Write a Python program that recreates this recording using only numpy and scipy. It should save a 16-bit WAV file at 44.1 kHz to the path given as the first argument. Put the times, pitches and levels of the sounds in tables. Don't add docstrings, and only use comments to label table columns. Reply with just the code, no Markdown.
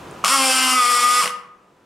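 import sys
import numpy as np
from scipy import signal
from scipy.fft import rfft, irfft
from scipy.io import wavfile
from scipy.ndimage import uniform_filter1d

SR = 44100
rng = np.random.default_rng(int(sys.argv[2]) if len(sys.argv) > 2 else 0)


def dump_mix(stems):
    frames = np.atleast_2d(stems).T
    limited = np.clip(frames, -1, 1)
    pcm = np.round(limited * 32767).astype(np.int16)
    wavfile.write(sys.argv[1], SR, pcm)


N = 81585
T = np.arange(N) / SR


def amp(db):
    return 10 ** (np.asarray(db) / 20)


def unit(x):
    return x / np.sqrt(np.mean(x ** 2) + 1e-20)


def curve(points):
    return np.interp(T, *np.transpose(points))


def at_hz(points, hz):
    f, value = np.transpose(points)
    return np.interp(np.log(hz + 1), np.log(f + 1), value)


def eq(x, points):
    return irfft(rfft(x) * amp(at_hz(points, np.fft.rfftfreq(N, 1 / SR))), N)


def wander(rate_hz):
    rolloff = 1 + (np.fft.rfftfreq(N, 1 / SR) / rate_hz) ** 4
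    return unit(irfft(rfft(rng.standard_normal(N)) / rolloff, N))


def ramp(centre_s, length_s):
    return np.clip((T - centre_s) / length_s + .5, 0, 1)


def resonate(x, hz, width_hz):
    pole = np.exp((2j * np.pi * hz - np.pi * width_hz) / SR)
    return signal.lfilter([1], np.poly([pole, pole]), x).real


# frequency in Hz, gain in dB.
AIR_EQ = [(15, -31), (25, -8), (79, -3), (183, 4), (313, 1), (359, 3.5), (648, 0), (722, 0.5), (1020, -2.5),
          (1240, -1.5), (2170, -13), (2560, -11), (4380, -20), (7700, -22.5), (15500, -35.5)]
# frequency in Hz, level in dB.
HUM = [(183, -54), (344.5, -54.5), (414.5, -59), (996, -51)]


def workshop(air_db=-39, side_db=-16, waver_rad=.3):
    mid, side = (amp(air_db) * unit(eq(rng.standard_normal(N), AIR_EQ)) for _ in range(2))
    for hz, db in HUM:
        mid += np.sqrt(2) * amp(db) * np.sin(2 * np.pi * hz * T + waver_rad * wander(6.9))
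    side = eq(side, [(50, -48), (400, 6.5)]) * amp(side_db)
    return np.array([mid + side, mid - side])


def handling_tick(start_s=.111, level_db=-40.5, decay_s=.0029):
    envelope = (T > start_s) * np.exp(-abs(T - start_s) / decay_s)
    return amp(level_db) * envelope * unit(resonate(rng.standard_normal(N), hz=7950, width_hz=2500))


# start in seconds, then clack, housing ring and bench thud gains in dB.
KNOCKS = [(0.24, -21, 0, -34), (.246, -8.5, -26.5, -44), (0.2563, -15, -24.5, -45.5),
          (0.2643, -17, -25, -51), (0.28, -12.5, -20.5, -50.5), (1.2253, -16, -23, -41.5),
          (1.2357, -16, -24, -31.5), (1.243, -16.5, -11, -32.5), (1.257, -15.5, -31.5, -50),
          (1.2673, -20, -29, -61), (1.276, -17, -28, -48), (1.2924, -23.5, -34, -54)]
# frequency in Hz, gain in dB.
CLACK_EQ = [(70, -74.5), (200, -20), (600, 4), (2000, 1.5), (2900, 8.5), (3900, -7), (5200, -4.5),
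            (6400, -5.5), (9300, -4.5), (15800, -24.5)]
HOUSING_HZ, BENCH_HZ = 1221, 197


def drive_knocks(clack_decay_s=.0038, thud_decay_s=.028, ring_decay_s=.00085):
    out = np.zeros(N)
    for start_s, clack_db, ring_db, thud_db in KNOCKS:
        t = np.maximum(T - start_s, 0)
        burst = (T > start_s) * np.exp(-t / clack_decay_s) * rng.standard_normal(N)
        clack = 2 * eq(burst, CLACK_EQ)
        thud = np.minimum(t * BENCH_HZ, 1) * np.exp(-t / thud_decay_s) * np.sin(2 * np.pi * BENCH_HZ * t)
        ring = (t / ring_decay_s) ** 2 * np.exp(-t / ring_decay_s) * np.sin(2 * np.pi * HOUSING_HZ * t)
        out += amp(clack_db) * clack + amp(thud_db) * thud + amp(ring_db) * ring
    return out


# time in seconds, stroke rate in Hz.
MOTOR_SPEED = [(.24, 109.3), (.262, 180.2), (.3, 254), (.32, 269.8), (.35, 275.3), (.386, 267.9),
               (.448, 264.8), (.5, 260.8), (.57, 260.2), (.66, 258.7), (.72, 256.2), (.766, 253.8),
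               (.85, 242.2), (.9, 245.6), (.93, 242.8), (1.07, 244.3), (1.205, 247)]
BRAKE_S, BRAKE_LENGTH_S = 1.21, .1


def motor_angle(jitter=.0016):
    braking = 1 - ramp(BRAKE_S + BRAKE_LENGTH_S / 2, BRAKE_LENGTH_S)
    hz = curve(MOTOR_SPEED) * braking * (1 + jitter * wander(118.6))
    return 2 * np.pi * np.cumsum(hz) / SR


# crossfade centre in seconds, crossfade length in seconds.
WELD_CUES = [(.295, .05), (.4, .09), (0.518, .04), (.76, .04), (1.221, .025)]
# frequency in Hz, gain in dB.
SCRAPE_EQ = [(60, -58.5), (170, -21), (300, -16), (600, -9), (900, -2.5), (1500, -3.5), (1900, -6.5),
             (2900, -0.5), (3400, -2.5), (3900, -8.5), (4500, -2.5), (5200, 2.5), (5800, -2), (6400, -9.5),
             (7400, 0), (8100, -4), (9300, 1), (10500, -10.5), (11400, -7.5), (12600, -19.5),
             (13700, -17.5), (15800, -28)]
# time in seconds, gain in dB.
SCRAPE_FADER = [(.246, -21), (.29, -16), (.5, -15.5), (.73, -18), (.76, -20), (.9, -18), (1.05, -19),
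                (1.19, -17.5), (1.235, -19.5), (1.26, -26.5), (1.3, -36.5)]
RATTLE_FADER = [(.246, -18.5), (.29, -20.5), (.4, -28), (.5, -35.5), (.72, -27.5), (.9, -29.5),
                (1.19, -33.5), (1.23, -21.5), (1.29, -31)]


def pad_rasp(angle, start_s=.246, hard_repeat=.26, soft_repeat=.21, grain_db=1, flicker_db=.46):
    teeth = np.zeros(N)
    for harmonic in range(14, 60):
        gain = 1 + .6 * wander(17)
        teeth += gain * np.cos(harmonic * angle + 2 * np.pi * rng.random() + .86 * wander(14))
    caught, _, _, melted, released = (ramp(*cue) for cue in WELD_CUES)
    repeat = np.clip(hard_repeat * (caught - melted) + soft_repeat * (melted - released), 0, 1)
    stroke = 1 + .13 * np.cos(angle) + .068 * np.cos(2 * angle)
    stroke *= amp(flicker_db * wander(37))
    grit = unit(rng.standard_normal(N) * amp(-grain_db * wander(2000)))
    friction = np.sqrt(repeat) * unit(teeth) + np.sqrt(1 - repeat) * grit
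    scrape = unit(eq(stroke * friction, SCRAPE_EQ)) * amp(curve(SCRAPE_FADER))
    rattle = unit(resonate(stroke * grit, HOUSING_HZ, width_hz=328)) * amp(curve(RATTLE_FADER))
    running = (T > start_s) * (T < BRAKE_S + BRAKE_LENGTH_S)
    return (scrape + rattle) * running


# harmonic of the stroke rate, relative level in dB.
SKID = [(1, -13.5), (2, -16), (3, -15), (4, 3.5), (5, -2), (6, -18), (7, -11), (8, -8), (9, -40), (10, -8),
        (11, -18), (12, -14), (13, -43)]
BITE = [(1, -5), (2, -1.5), (3, -1), (4, -5), (5, -4), (6, -5), (7, -20), (8, -6), (9, -5), (10, -4),
        (11, -6.5), (12, -5.5), (13, -9)]
GRIP = [(1, -4.5), (2, -15.5), (3, -7), (4, -3.5), (5, 0), (6, -4), (7, -10.5), (8, -2.5), (9, -6.5),
        (10, -4), (11, 1.5), (12, -2.5), (13, -18)]
MELT = [(1, -27), (2, -20), (3, -22.5), (4, -23), (5, 0), (6, -18), (7, -24), (8, -13.5), (9, -14.5),
        (10, -17), (11, -22), (12, -40), (13, -22.5), (14, -16.5)]
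# time in seconds, gain in dB.
WHINE_FADER = [(.3, -22), (.325, -20), (.355, -21.5), (.39, -25), (.5, -39), (.57, -23.5), (.64, -27),
               (.71, -23.5), (.77, -14), (.86, -14), (.9, -14), (.96, -15.5), (1.01, -19.5), (1.04, -11.5),
               (1.14, -14.5), (1.21, -15.5)]
WHINE_HARMONIC = 5


def pad_buzz(angle, stage_db=(-19.5, -24.5, -26, -15.5), scatter_rad=1.11, flutter_db=2.3):
    fades = [ramp(*cue) for cue in WELD_CUES]
    out = np.zeros(N)
    for harmonic in range(1, len(MELT) + 1):
        level = np.zeros(N)
        for i, timbre in enumerate([SKID, BITE, GRIP, MELT]):
            if harmonic <= len(timbre):
                level += amp(stage_db[i] + timbre[harmonic - 1][1]) * (fades[i] - fades[i + 1])
        level *= amp(flutter_db * wander(22))
        if harmonic == WHINE_HARMONIC:
            level = amp(curve(WHINE_FADER) + .5 * wander(30)) * (fades[0] - fades[-1])
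        out += level * np.cos(harmonic * angle + scatter_rad * rng.standard_normal())
    return np.sqrt(2) * out


# frequency in Hz, time to fall 60 dB in seconds.
REVERB_DECAY = [(150, 1), (500, 0.67), (1200, 0.71), (2500, 0.52), (5000, 0.37), (9000, 0.32),
                (15000, 0.31)]


def reverb(x, predelay_s=.0067, echoes_per_s=3000):
    taps = rng.choice([-1., 1.], N) * (rng.random(N) < echoes_per_s / SR) * (T > predelay_s)
    hz, t, bands = signal.stft(taps, SR, nperseg=256)
    decay = amp(-60 * t / at_hz(REVERB_DECAY, hz)[:, None])
    tail = signal.istft(bands * decay, SR, nperseg=256)[1]
    return signal.fftconvolve(x, tail / np.linalg.norm(tail))[:N]


# frequency in Hz, gain in dB, time to fall 60 dB in seconds.
ROOM_MODES = [(490, -29, .6), (984, -39, .7), (1232, -17, .55), (1238.5, -17.5, .55), (1970, -34, .6),
              (2194, -35, .5)]


def room_ring(rise_s=.066):
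    t = np.maximum(T - BRAKE_S, 0)
    modes = sum(amp(db - 60 * t / t60) * np.sin(2 * np.pi * hz * t) for hz, db, t60 in ROOM_MODES)
    return np.sqrt(2) * np.minimum(t / rise_s, 1) * modes


# frequency in Hz, left minus right in dB.
PAN = [(250, 0.4), (600, -0.1), (1250, 1), (2200, 2.5), (4000, 1), (12000, -0.44)]


def scene(tool_db=16, buzz_send_db=-9, reverb_mid_db=-11, reverb_side_db=-18.5):
    angle = motor_angle()
    buzz = amp(tool_db) * pad_buzz(angle)
    clatter = amp(tool_db) * (pad_rasp(angle) + drive_knocks()) + handling_tick()
    direct = buzz + clatter
    send = amp(buzz_send_db) * buzz + clatter
    mid = direct + amp(reverb_mid_db) * reverb(send) + amp(tool_db) * room_ring()
    side_eq = [(60, -13.5), (250, -7), (600, 0), (2500, 2.5), (5000, 1), (9000, 3), (13000, -38)]
    side = amp(reverb_side_db) * eq(reverb(direct), side_eq)
    left = eq(mid, [(hz, db / 2) for hz, db in PAN]) + side
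    right = eq(mid, [(hz, -db / 2) for hz, db in PAN]) - side
    return np.array([left, right]) + workshop()


def record(dry, threshold_db=-13, window_s=.004, release_db_per_s=3, ceiling=.73, cutoff_hz=15850):
    power = uniform_filter1d((dry ** 2).mean(0), int(window_s * SR))
    power_db = 10 * np.log10(abs(power) + 1e-12)
    release_db = T * release_db_per_s
    held_db = np.maximum.accumulate(power_db + release_db) - release_db
    reduction_db = np.maximum(held_db - threshold_db, 0)
    ducked = dry / amp(uniform_filter1d(reduction_db, size=40))
    rounded = ducked / (1 + (ducked / ceiling) ** 4) ** (1 / 4)
    lowpass = signal.firwin(511, cutoff_hz, window=("kaiser", 9), fs=SR)
    return signal.oaconvolve(rounded, lowpass[None], "same")


dry = scene()
out = record(dry)
dump_mix(out)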